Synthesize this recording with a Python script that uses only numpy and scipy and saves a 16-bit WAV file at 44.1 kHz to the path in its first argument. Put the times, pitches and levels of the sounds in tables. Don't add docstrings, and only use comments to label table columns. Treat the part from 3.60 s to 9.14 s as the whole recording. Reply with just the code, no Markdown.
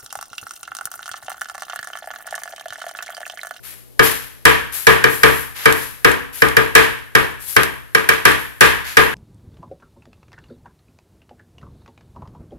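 import sys
import numpy as np
from scipy import signal
from scipy.fft import rfft, irfft
from scipy.io import wavfile
from scipy.ndimage import uniform_filter1d

SR = 44100
rng = np.random.default_rng(int(sys.argv[2]) if len(sys.argv) > 2 else 0)


def inscribe(sig):
    pcm = np.round(np.clip(np.atleast_2d(sig).T, -1, 1) * 32767)
    wavfile.write(sys.argv[1], SR, pcm.astype(np.int16))


N = 244388
LENGTH = 24576


def amp(db):
    return 10 ** (np.asarray(db) / 20)


def evened(x):
    return x / np.sqrt(np.mean(x ** 2) + 1e-20)


def read(points, hz):
    f, value = np.transpose(points)
    return np.interp(np.log(hz + 1), np.log(f + 1), value)


def add(mix, s, sound):
    start = round(s * SR)
    part = mix[:, start:][:, :sound.shape[1]]
    part += sound[:, :part.shape[1]]


def colour(x, points, size=2048):
    hz = abs(np.fft.fftfreq(size, 1 / SR))
    log_gain = np.log(amp(read(points, hz)))
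    response = np.exp(signal.hilbert(log_gain).conj())
    taps = np.fft.ifft(response).real[:size // 2]
    if x.ndim > 1:
        taps = taps[None]
    return signal.oaconvolve(x, taps, axes=-1)[..., :x.shape[-1]]


def dying(t, t60):
    return np.exp(-np.log(1000) * t / t60)


def mode(t, hz, t60, left_db, right_db, lag):
    level = amp([[left_db], [right_db]])
    delay = np.array([[0], [lag]])
    return level * dying(t, t60) * np.sin(2 * np.pi * hz * t - delay)


# (f/Hz, correlation)
LIKENESS = [(60, -0.88), (220, -0.93), (450, -0.55), (800, -0.19), (1200, 0.13), (8000, 0.024)]


def noise(points, size):
    hz = np.fft.rfftfreq(size, 1 / SR)
    a, b = rfft(rng.standard_normal((2, size)))
    same = np.clip(read(LIKENESS, hz), -1, 1)
    right = same * a + np.sqrt(1 - same ** 2) * b
    return evened(irfft(np.array([a, right]) * amp(read(points, hz)), size))


# (f/Hz, relative level/dB)
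FLOOR = [(20, -25), (40, -22), (60, -3), (85, -11), (118, -12), (170, -6.5), (450, -7), (800, -16),
         (1700, -27), (4000, -23.5), (15000, -29.5)]
# (f/Hz, level/dB rms)
HUM = [(59.2, -56), (118.4, -49.5)]


def kitchen(floor_db=-52):
    t = np.arange(N) / SR
    hum = sum(amp(db) * evened(np.sin(2 * np.pi * hz * t)) for hz, db in HUM)
    return amp(floor_db) * noise(FLOOR, N) + hum * np.array([[1], [-1]])


# (t/s, length/s, relative level/dB, rustle level against the hiss/dB)
SWISHES = [(0.026, 0.072, -31, -11.5), (0.421, 0.025, -11.5, -6.5), (1.118, 0.052, -18.5, -15.5),
           (1.487, 0.07, -21.5, -26), (1.626, 0.17, -24.5, -17), (1.947, 0.11, -29.5, -2),
           (2.127, 0.12, -25.5, -10), (2.725, 0.079, -26, -12.5), (3.791, 0.09, -29, -24),
           (3.859, 0.058, -21.5, -28), (4.78, 0.026, -30, -18), (5.24, 0.066, -29.5, -1)]
# (f/Hz, relative level/dB)
HISS = [(500, -8.5), (2500, -2.5), (5000, 0), (7000, 0), (11500, 0), (15500, 0)]
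# (f/Hz, relative level/dB)
RUSTLE = [(200, -22.5), (800, -8), (1700, 0), (2600, -3.5), (4500, -7.5), (7000, -12.5), (10000, -40),
          (15000, -33)]
JOLT_S, JOLT_DB, JOLT_RUSTLE_DB = 0.051, -28, -9.5
SLEEVE_GROWTH = 0.83


def swishes(hiss_db=-9, rustle_db=0, rise_s=0.015, fade_t60=0.57, flutter_db=1.03):
    t, hiss_power, rustle_power = np.arange(N) / SR, np.zeros(N), np.zeros(N)
    jolts = [(s, JOLT_S, JOLT_DB + SLEEVE_GROWTH * force_db, JOLT_RUSTLE_DB)
             for s, force_db, _ in KNOCKS]
    for s, length, db, dull_db in SWISHES + jolts:
        rise = 1 - np.exp(-np.maximum(t - s, 0) / rise_s)
        swell = rise * dying(np.maximum(t - s - length, 0), fade_t60)
        hiss_power += (amp(db) * swell) ** 2
        rustle_power += (amp(db + dull_db) * swell) ** 2
    wobble = uniform_filter1d(rng.standard_normal(N), size=160)
    flutter = amp(flutter_db * evened(wobble))
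    hiss = amp(hiss_db) * np.sqrt(hiss_power) * noise(HISS, N)
    rustle = amp(rustle_db) * np.sqrt(rustle_power) * noise(RUSTLE, N)
    return flutter * (hiss + rustle)


def tick(spectrum, snap_t60, chatter_db, chatter_t60, room_db=-30, room_t60=0.5):
    t = np.arange(LENGTH) / SR
    snap_fade = dying(t, snap_t60)
    chatter_fade = amp(chatter_db) * dying(t, chatter_t60)
    room_fade = amp(room_db) * dying(t, room_t60)
    return noise(spectrum, LENGTH) * (snap_fade + chatter_fade + room_fade)


# (f/Hz, relative level/dB)
CRACK = [(500, 2), (2000, 6), (5000, -0.5), (9000, 2.5), (12000, -6.5), (16000, 0.5)]


def snap():
    return tick(CRACK, snap_t60=0.023, chatter_db=-17.0, chatter_t60=0.088)


# (f/Hz, time to fade by 60 dB/s, relative left level/dB, relative right level/dB)
CLACK = [(480.5, 0.046, -2.5, 2), (1064, 0.031, -5, 3), (1209.5, 0.057, -2, -10), (1613, 0.025, 10.5, 10),
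         (1693, 0.038, -13.5, -1), (1882.6, 0.027, 5.5, 7.5), (2300, 0.085, -19, -5.5),
         (2706, 0.024, -5, -8.5), (3152, 0.075, -23, -9.5), (4380, 0.079, -36, -23),
         (5150, 0.048, -28, -14), (5880, 0.05, -30, -16.5)]
# (delay t/s, left level/dB, right level/dB), both against the direct clack
WALLS = [(.0085, -27, -27), (0.0248, -17.5, -32), (0.0308, -14, -14), (0.0452, -15, -19),
         (.0560, -18.5, -37), (0.092, -24, -22)]


def clack(flex_cycles=1.75, lag=2.21, detune=0.015, give_s=0.000603):
    t = np.maximum(np.arange(LENGTH // 4) / SR - give_s, 0)
    shifts = 1 + detune * rng.standard_normal(len(CLACK))
    direct = np.zeros((2, len(t)))
    for (hz, t60, left_db, right_db), shift in zip(CLACK, shifts):
        swing_up = 1 - np.exp(-(t * hz / flex_cycles) ** 2)
        direct += mode(t, hz * shift, t60, left_db, right_db, lag) * swing_up
    out = np.zeros((2, LENGTH))
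    add(out, 0, direct)
    for delay, left_db, right_db in WALLS:
        add(out, delay, amp([[left_db], [right_db]]) * direct)
    return out


# (f/Hz, relative left level/dB, relative right level/dB, time to fade by 60 dB/s)
RING = [(66.6, -22.5, -19.5, 0.69), (133.3, -14, -17.5, 0.44), (179.8, -19, -32.5, 0.25),
        (214, -23.5, -26.5, 0.2), (264, -23, -20.5, 0.59), (292.2, -17.5, -24, 0.44),
        (386.6, -12.5, -15, 0.36), (444, -5, -8.5, 0.35), (481, -17.5, -20, 0.49), (489.4, -10, -15, 0.21),
        (974, -17, -40, 0.36), (1025, -18.5, -50, 0.22), (1090, -46, -30, 0.31), (1159, -16, -9, 0.32),
        (1226, -6.5, -12, 0.21), (1282, -19, -26, 0.51), (1390, -35.5, -36, 0.47), (1460, -40, -35, 0.31),
        (1523, -8.5, -8, 0.15), (1550, -23, -21, 0.26), (1640, -12.5, -18, 0.37), (1690, -9, -8.5, 0.25),
        (1777, -14, -26, 0.16), (1805, -27, -56, 0.3), (1880, -42, -24, 0.49), (2135, -17.5, -21, 0.22),
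        (2304, -62, -17, 0.47), (2340, -29, -19.5, 0.31), (2510, -20.5, -19, 0.31),
        (3176, -41, -23.5, 0.54)]


def ring_modes(build_s=0.0063):
    t, modes = np.arange(LENGTH) / SR, []
    for k, (hz, left_db, right_db, t60) in enumerate(RING, 1):
        lag = np.arccos(np.clip(read(LIKENESS, hz), -1, 1))
        modes.append((-1) ** k * mode(t, hz, t60, left_db, right_db, lag))
    return np.array(modes) * (1 - np.exp(-t / build_s))


# (f/Hz, relative level/dB)
ECHO = [(25, -21), (50, -7), (100, -6.5), (300, -3.5), (500, -2.5), (720, -10), (1000, -1.5), (1350, -6),
        (1730, 2.5), (2050, -6), (2500, -8.5), (3200, -12), (4500, -20.5), (7500, -27.5), (12000, -36.5)]
# (f/Hz, time to fade by 60 dB/s)
ECHO_T60 = [(60, 0.89), (160, 0.51), (420, 0.38), (1100, 0.55), (2900, 0.54), (7700, 0.44)]


def echo(build_s=0.0025):
    hz, t, bands = signal.stft(noise(ECHO, LENGTH), SR, nperseg=512)
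    fade = dying(t, read(ECHO_T60, hz)[:, None])
    tail = signal.istft(bands * fade, SR, nperseg=512)[1][:, :LENGTH]
    return tail * (1 - np.exp(-np.arange(LENGTH) / SR / build_s))


# (t/s, force level/dB, hardness as upward tilt/dB per octave)
KNOCKS = [(0.3933, -1.5, -1), (0.8528, 4.5, 1), (1.2682, 4.5, 0), (1.4400, -3, 0), (1.6329, 3, 0),
          (2.0564, 0, -0.5), (2.4462, 1, -.5), (2.8196, -2, -1), (2.9671, -2, -.3), (3.1515, 5.5, 1.2),
          (3.5510, -.5, 0), (3.9642, -.5, 0), (4.3483, -4.5, 0.5), (4.4892, -2.5, 1.5), (4.6526, 3, 1),
          (5.0083, 6, 1.5), (5.3695, 3.5, 0.3)]
CLACK_GROWTH, SNAP_GROWTH = 0.37, 0.63
SNAP_OCTAVES = 2.9


def knocks(clack_db=0.1, ring_db=-5.0, echo_db=-10, snap_db=-12.5, alike=0.56, vary_db=2.5):
    out, modes, shared_echo = np.zeros((2, N)), ring_modes(), echo()
    for s, force_db, hardness in KNOCKS:
        mode_levels = amp(vary_db * rng.standard_normal(len(RING)))
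        ring = np.tensordot(mode_levels, modes, 1)
        room = np.sqrt(alike) * shared_echo + np.sqrt(1 - alike) * echo()
        body = amp(clack_db + CLACK_GROWTH * force_db) * clack()
        body += amp(force_db) * (amp(ring_db) * ring + amp(echo_db) * room)
        body = colour(body, [(400, -2 * hardness), (6400, 2 * hardness)])
        snap_level = amp(snap_db + SNAP_GROWTH * force_db + SNAP_OCTAVES * hardness)
        add(out, s, body + snap_level * snap())
    return out


# (approximate knock t/s, relative rebound level/dB)
REBOUNDS = [(1.260, -18), (2.057, -6.5), (2.448, -10), (2.818, -12), (3.965, -4.5), (4.65, -13)]
# (f/Hz, relative level/dB)
BRUSH = [(500, -5), (1800, 7.5), (5200, -3.5), (8500, -5), (12000, -13.5), (16000, -14)]
REBOUND_S = .068


def touches(level_db=-6):
    out = np.zeros((2, N))
    for s, db in REBOUNDS:
        brush = tick(BRUSH, snap_t60=0.015, chatter_db=-14, chatter_t60=0.1)
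        add(out, s + REBOUND_S, amp(db + level_db) * brush)
    return out


def scene():
    return kitchen() + swishes() + knocks() + touches()


# (f/Hz, level/dB)
LEFT_PORT = [(150, 2.5), (450, 3), (1000, 1.5), (2400, 0.5), (6000, -0.5), (8000, 2.5), (10000, 10),
             (11600, 18), (13000, 9.5), (15500, -2)]
# (f/Hz, level/dB)
RIGHT_PORT = [(150, 0), (450, 0), (1000, -4), (2400, 1.5), (6000, -1), (8000, 3), (10000, -6.5),
              (12000, -5.5), (15500, -19)]
EDGE_HZ = 15800


def record(dry):
    heard = np.array([colour(dry[0], LEFT_PORT), colour(dry[1], RIGHT_PORT)])
    clipped = np.clip(heard, -1, 1)
    treble_cut = signal.firwin(511, EDGE_HZ, window=("kaiser", 9), fs=SR)
    return signal.oaconvolve(clipped, treble_cut[None], "same")


dry = scene()
out = record(dry)
inscribe(out)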